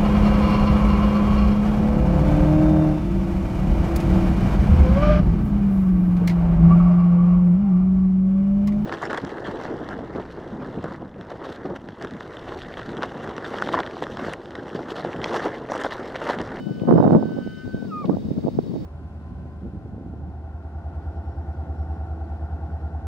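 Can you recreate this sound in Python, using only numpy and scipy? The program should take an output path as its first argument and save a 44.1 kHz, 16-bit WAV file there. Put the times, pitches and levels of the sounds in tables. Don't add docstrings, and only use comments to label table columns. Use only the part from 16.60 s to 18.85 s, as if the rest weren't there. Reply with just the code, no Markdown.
import sys
import numpy as np
from scipy import signal
from scipy.fft import rfft, irfft
from scipy.io import wavfile

SR = 44100
rng = np.random.default_rng(int(sys.argv[2]) if len(sys.argv) > 2 else 0)


def master_out(mix):
    frames = np.transpose(np.atleast_2d(mix))
    ceiling = np.clip(frames, -1, 1)
    pcm = np.round(ceiling * 32767).astype(np.int16)
    wavfile.write(sys.argv[1], SR, pcm)


N = 99225

# time_s, pitch_hz, level_db, octave_level_db
WHISTLE_PATH = [(0, 1500, -59.5, -53.5), (.11, 1503, -52.5, -63), (.23, 1506, -55, -59),
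                (.45, 1514, -55.5, -68), (.63, 1520, -50, -67.5), (.98, 1518, -49, -56),
                (1.06, 1524, -47.5, -72), (1.17, 1532, -46, -64.5), (1.24, 1516, -49, -72),
                (1.265, 1506, -54, -76), (1.285, 1420, -58, -70), (1.305, 1379, -51.5, -60),
                (1.32, 1271, -35, -65), (1.338, 1243, -30, -58), (1.4, 1219, -32.5, -56),
                (1.422, 1211, -34, -55), (1.432, 1130, -42, -60.5), (1.45, 1108, -37, -54.5),
                (1.462, 994, -62, -101), (1.475, 1000, -87, -100), (1.497, 1096, -69, -100),
                (1.508, 1094, -46, -84), (1.52, 1216, -44, -72), (1.535, 1186, -52, -86),
                (1.55, 1200, -85, -100)]
# time_s, pitch_hz, side_tone_level_db
LOW_VOICE_PATH = [(0, 297, -69), (.2, 292.7, -66), (.6, 245, -67), (.85, 254.4, -63.5), (1.03, 278, -62.5),
                  (1.13, 298.5, -72), (1.2, 299, -84)]
# whistle_multiple, low_voice_multiple, relative_db
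COMBINATION_TONES = [(1, -1, 0), (1, 1, -5), (1, 2, -7), (1, 3, -12), (2, -1, -7)]
# time_s, low_band_db, left_minus_right_db, high_band_db
GUST_PATH = [(0.0, -34, -9, -51), (0.07, -38.5, 15, -49.5), (0.13, -35, 5.5, -52), (0.26, -27.5, 7, -46.5),
             (0.29, -16.5, 2.5, -23.5), (0.43, -21, -4, -35), (0.48, -17, 6, -34), (0.57, -16, 3.5, -31.5),
             (0.61, -27.5, -10.5, -48), (0.73, -28, 3, -53.5), (0.79, -30.5, -4, -41), (0.85, -37, 4, -60),
             (0.96, -37, 1.5, -61), (1.01, -41, 8, -59), (1.05, -40.5, 8, -55), (1.25, -33.5, 5, -50),
             (1.37, -33.5, -2, -69), (1.46, -32.5, 5.5, -41.5), (1.5, -22, -9.5, -51),
             (1.54, -23, 10.5, -30), (1.58, -35, 3, -67), (1.86, -31.5, -1.5, -48), (1.89, -38.5, 15, -57),
             (1.95, -31, -0.5, -68), (2.0, -37.5, 3, -53.5), (2.05, -32.5, 8, -60), (2.22, -31.5, -1, -66),
             (2.25, -40.5, 4, -43)]
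# frequency_hz, relative_density_db
GUST_LOW_SPECTRUM = [(25, -59.5), (60, -40), (100, -12), (160, -1.5), (230, 1.5), (350, -8), (500, -16),
                     (800, -29), (1200, -35.5)]
GUST_HIGH_SPECTRUM = [(300, -21.5), (450, 6), (650, 5), (900, -7), (1300, -15), (1800, -27), (2600, -57),
                      (4000, -56.5)]
RUMBLE_SPECTRUM = [(15, -38), (25, -25), (40, -17.5), (63, -1.5), (85, 4), (110, 6), (150, -17)]
# centre_s, unfiltered_peak_db, port (0 left, 1 right), sigma_ms
AIR_PULSES = [(0.0672, -9, 0.0, 1), (0.108, -5, 0.0, 0.99), (0.112, -12, 1.0, 0.48),
              (0.2182, -3.5, 0.0, 0.77), (0.2358, -7, 0.0, 0.45), (0.2782, -3.5, 0.0, 0.54),
              (0.293, -13, 0.0, 0.23), (0.307, -8, 1, 0.3), (0.3105, 0.5, 1.0, 0.17), (0.3127, 2, 0.0, 0.6),
              (0.3257, 3, 1.0, 0.29), (0.3382, 7, 1.0, 0.59), (0.3593, 3.5, 1.0, 0.4),
              (0.3586, 2.5, 0.0, 0.5), (0.3829, 3, 1.0, 0.26), (0.4003, 4.5, 0.0, 0.58),
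              (0.4038, 1.5, 1.0, 0.23), (0.427, 2, 1.0, 0.26), (0.429, -16, 0.0, 0.45),
              (0.434, -3.5, 1, 0.42), (0.4541, 4, 0.0, 0.56), (0.4645, 1, 1.0, 0.3),
              (0.4781, 0.5, 1.0, 0.26), (0.508, 2, 1, 0.25), (0.5204, 2.5, 1.0, 0.71),
              (0.5211, 2.5, 0.0, 0.7), (0.5494, 3.5, 1.0, 0.3), (0.557, -12, 0.0, 0.71),
              (0.5633, 0.5, 1.0, 0.33), (0.5728, -27, 0.0, 0.71), (0.5784, 2.5, 1.0, 0.77),
              (0.612, -12, 0, 0.42), (0.6273, -5, 1.0, 0.26), (0.6335, -3.5, 0.0, 0.41),
              (0.6557, -5.5, 1.0, 0.56), (0.7085, -11, 1.0, 0.51), (0.7197, -11, 0.0, 0.42),
              (0.767, -14, 1.0, 0.41), (0.7876, -5.5, 1.0, 0.45), (0.8646, -11.5, 1.0, 0.51),
              (0.8753, -10.5, 1.0, 0.41), (1.0776, -13.0, 1.0, 0.42), (1.1446, -5, 1.0, 0.59),
              (1.1455, -8.5, 0.0, 0.95), (1.225, -14, 0.0, 0.43), (1.4514, -4, 0.0, 0.82),
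              (1.4823, -11.5, 0.0, 0.49), (1.4961, 2, 1.0, 0.34), (1.5156, -17, 1.0, 1),
              (1.5698, -10, 1.0, 0.35), (1.5849, -15, 0.0, 0.41), (1.6863, -7, 0.0, 0.93),
              (1.7091, -11, 0, 0.43), (1.7151, -2, 1.0, 0.71), (1.7785, 1, 0.0, 1),
              (1.7856, -10.0, 1.0, 0.41), (1.8491, -4, 0.0, 0.68), (1.8621, -6, 0, 0.42),
              (1.8712, -6, 1.0, 0.4), (1.882, -2.5, 1.0, 0.36), (1.975, -6, 0, 1),
              (1.9885, -5.5, 0.0, 0.67), (1.9888, 3, 1.0, 0.41), (2.0947, -10.5, 0, 1),
              (2.1405, -13, 0, 0.42), (2.151, -30, 0, 0.37), (2.1604, -9.5, 1, 0.38), (2.234, -27, 0, 0.43)]
# start_s, unfiltered_peak_db, left_minus_right_db
GUST_CLICKS = [(.3402, -21, -9), (.3592, -28, -7), (.3829, -25, -14), (.4009, -21, 5), (.4355, -22, -15),
               (.5208, -18, 1), (.5256, -21, 6)]
# start_s, unfiltered_level_db, left_minus_right_db, top_hz, decay_60db_s
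CAMERA_TICKS = [(.196, -28.5, -6, 3670, 0.012), (1.4545, -32, 5, 4376, 0.032)]
# centre_hz, width_hz, relative_db
INSECT_BANDS = [(3763, 110, -1), (4540, 180, -1), (5220, 290, -3), (6340, 230, -13)]
# frequency_hz, relative_density_db
HISS_SPECTRUM = [(760, -26.5), (1300, -2.5), (2570, -8.5), (3760, -7), (4130, -10.5), (4580, -10),
                 (5860, -15.5), (12700, -27.5), (14800, -32.5), (15300, -16.5)]

THIRD_HARMONIC_DB, WAVER_HZ, FLUTTER_DB = -50, 2.8, 1.04
LOW_GAIN_DB, HIGH_GAIN_DB, HIGH_PAN_DB, RUMBLE_DB = 2.5, 4.5, -11.5, -43.5
LUMP_RATE_HZ, LOW_LUMP_DB, HIGH_LUMP_DB = 30, 3.5, 7.0
EDDY_SPREAD_S, EDDY_DB, PORT_LEAK_DB = 0.003156, -9, -34
LOW_CUT_HZ, THUMP_TOP_HZ, CRACKLE_BAND_HZ = 145.3, 1390, (1200, 2400)
TICK_LOW_HZ, TICK_RISE_S = 2310, 0.0006
INSECT_DB, INSECT_PULSE_DB, INSECT_PAN_DB, HISS_DB = -68, 2.5, 2, -59
WHINE_HZ, WHINE_DB, WHINE_PAN_DB, WHINE_PHASE_RAD = 15701, -74, 5.8, 1.7


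def elk_bugle():
    hz, db, octave_db = in_time(WHISTLE_PATH)
    voice_hz, side_db = in_time(LOW_VOICE_PATH)
    waver, flutter = drift(10)
    phase = 2 * np.pi * np.cumsum(hz + WAVER_HZ * waver) / SR
    voice_phase = 2 * np.pi * np.cumsum(voice_hz) / SR
    whistle = amp(db) * (np.sin(phase) + amp(THIRD_HARMONIC_DB) * np.sin(3 * phase))
    octave = amp(octave_db) * np.sin(2 * phase)
    sides = sum(amp(side_db + d) * np.sin(m * phase + k * voice_phase) for m, k, d in COMBINATION_TONES)
    return np.sqrt(2) * (whistle + octave + sides) * amp(FLUTTER_DB * flutter)


def wind():
    low_db, pan_db, high_db = in_time(GUST_PATH)
    lumps = 2 * np.tanh(drift(LUMP_RATE_HZ) / 2)
    low = rms_one(noise(GUST_LOW_SPECTRUM, correlation=.15) * amp(LOW_LUMP_DB * lumps))
    high = noise(GUST_HIGH_SPECTRUM, correlation=0)
    flares = .6 * lumps + 1.9 * np.tanh(drift(42) / 2)
    high = rms_one(high * amp(HIGH_LUMP_DB * flares))
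    gusts = amp(LOW_GAIN_DB + low_db) * pan(pan_db) * low
    gusts += amp(HIGH_GAIN_DB + high_db) * pan(pan_db + HIGH_PAN_DB) * high
    return gusts + amp(RUMBLE_DB + 5.5 * drift(12)) * noise(RUMBLE_SPECTRUM, correlation=-.16)


def air_thumps():
    out, t = np.zeros((2, N)), np.arange(N) / SR
    for s, db, port, sigma_ms in AIR_PULSES:
        near = slice(max(int((s - .02) * SR), 0), int((s + .02) * SR))
        push = (s, np.sign(rng.standard_normal()))
        eddies = [(s + EDDY_SPREAD_S * lag, amp(EDDY_DB) * g) for lag, g in rng.standard_normal((2, 2))]
        for centre_s, gain in [push] + eddies:
            pulse = np.exp(-.5 * ((t[near] - centre_s) * 1000 / sigma_ms) ** 2)
            out[round(port), near] += amp(db) * gain * pulse
    out = out + amp(PORT_LEAK_DB) * out[::-1]
    out = signal.sosfilt(signal.butter(4, LOW_CUT_HZ, "high", fs=SR, output="sos"), out + 1e-18)
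    return signal.sosfilt(signal.butter(2, THUMP_TOP_HZ, fs=SR, output="sos"), out)


def sharp_clicks():
    out = np.zeros((2, N))
    for s, db, pan_db in GUST_CLICKS:
        out[:, int(s * SR)] = amp(db) * pan(pan_db)
    return signal.lfilter(*signal.butter(1, CRACKLE_BAND_HZ, "band", fs=SR), out + 1e-18)


def camera_ticks():
    out, t = np.zeros((2, N + SR)), np.arange(2000) / SR
    for s, db, pan_db, top_hz, decay_s in CAMERA_TICKS:
        band = signal.butter(3, [TICK_LOW_HZ, top_hz], "band", fs=SR, output="sos")
        envelope = amp(db - 60 * t / decay_s) * np.minimum(t / TICK_RISE_S, 1)
        tick = signal.sosfilt(band, rng.standard_normal(len(t)) * envelope)
        start = int(s * SR)
        out[:, start:start + len(t)] += pan(pan_db)[:, None] * tick
    return out[:, :N]


def insects():
    out = np.zeros((2, N))
    for hz, width, db in INSECT_BANDS:
        spectrum = [(hz + k * width, d) for k, d in [(-2, -24), (-.5, -3), (0, 0), (.5, -3), (2, -24)]]
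        band = noise(spectrum, correlation=.54)
        out += amp(INSECT_DB + db + INSECT_PULSE_DB * drift(30)[0]) * band
    return pan(INSECT_PAN_DB)[:, None] * out


def far_hiss():
    return amp(HISS_DB) * noise(HISS_SPECTRUM, correlation=.14)


def camera_whine():
    phase = 2 * np.pi * WHINE_HZ * np.arange(N) / SR + [[0], [WHINE_PHASE_RAD]]
    return amp(WHINE_DB) * pan(WHINE_PAN_DB)[:, None] * np.sin(phase)


def amp(db):
    return 10 ** (np.asarray(db) / 20)


def rms_one(x):
    return x / np.sqrt(np.mean(x ** 2) + 1e-20)


def in_time(rows):
    s, *columns = np.transpose(rows)
    return [np.interp(np.arange(N) / SR, s, c) for c in columns]


def pan(db):
    return amp(np.multiply.outer([.5, -.5], db))


def drift(corner_hz):
    pole = np.exp(-2 * np.pi * corner_hz / SR)
    white = rng.standard_normal((2, N + SR))
    return rms_one(signal.lfilter([1], [1, -2 * pole, pole * pole], white)[:, SR:])


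def noise(spectrum, correlation):
    hz, db = np.transpose(spectrum)
    bins = np.maximum(np.fft.rfftfreq(N, 1 / SR), 1)
    gain = amp(np.interp(np.log(bins), np.log(hz), db, left=-90, right=-90))
    mid, side = irfft(rfft(rng.standard_normal((2, N))) * gain, N)
    return rms_one(np.sqrt(1 + correlation) * mid + np.sqrt(1 - correlation) * side * [[1], [-1]])


def scene():
    foreground = elk_bugle() + wind() + air_thumps() + sharp_clicks() + camera_ticks()
    return foreground + far_hiss() + insects() + camera_whine()


def record(dry, ceiling=.99, cutoff_hz=15900):
    rounded = dry / (1 + (dry / ceiling) ** 4) ** .25
    return signal.sosfilt(signal.ellip(12, .3, 70, cutoff_hz, fs=SR, output="sos"), rounded)


dry = scene()
out = record(dry)
master_out(out)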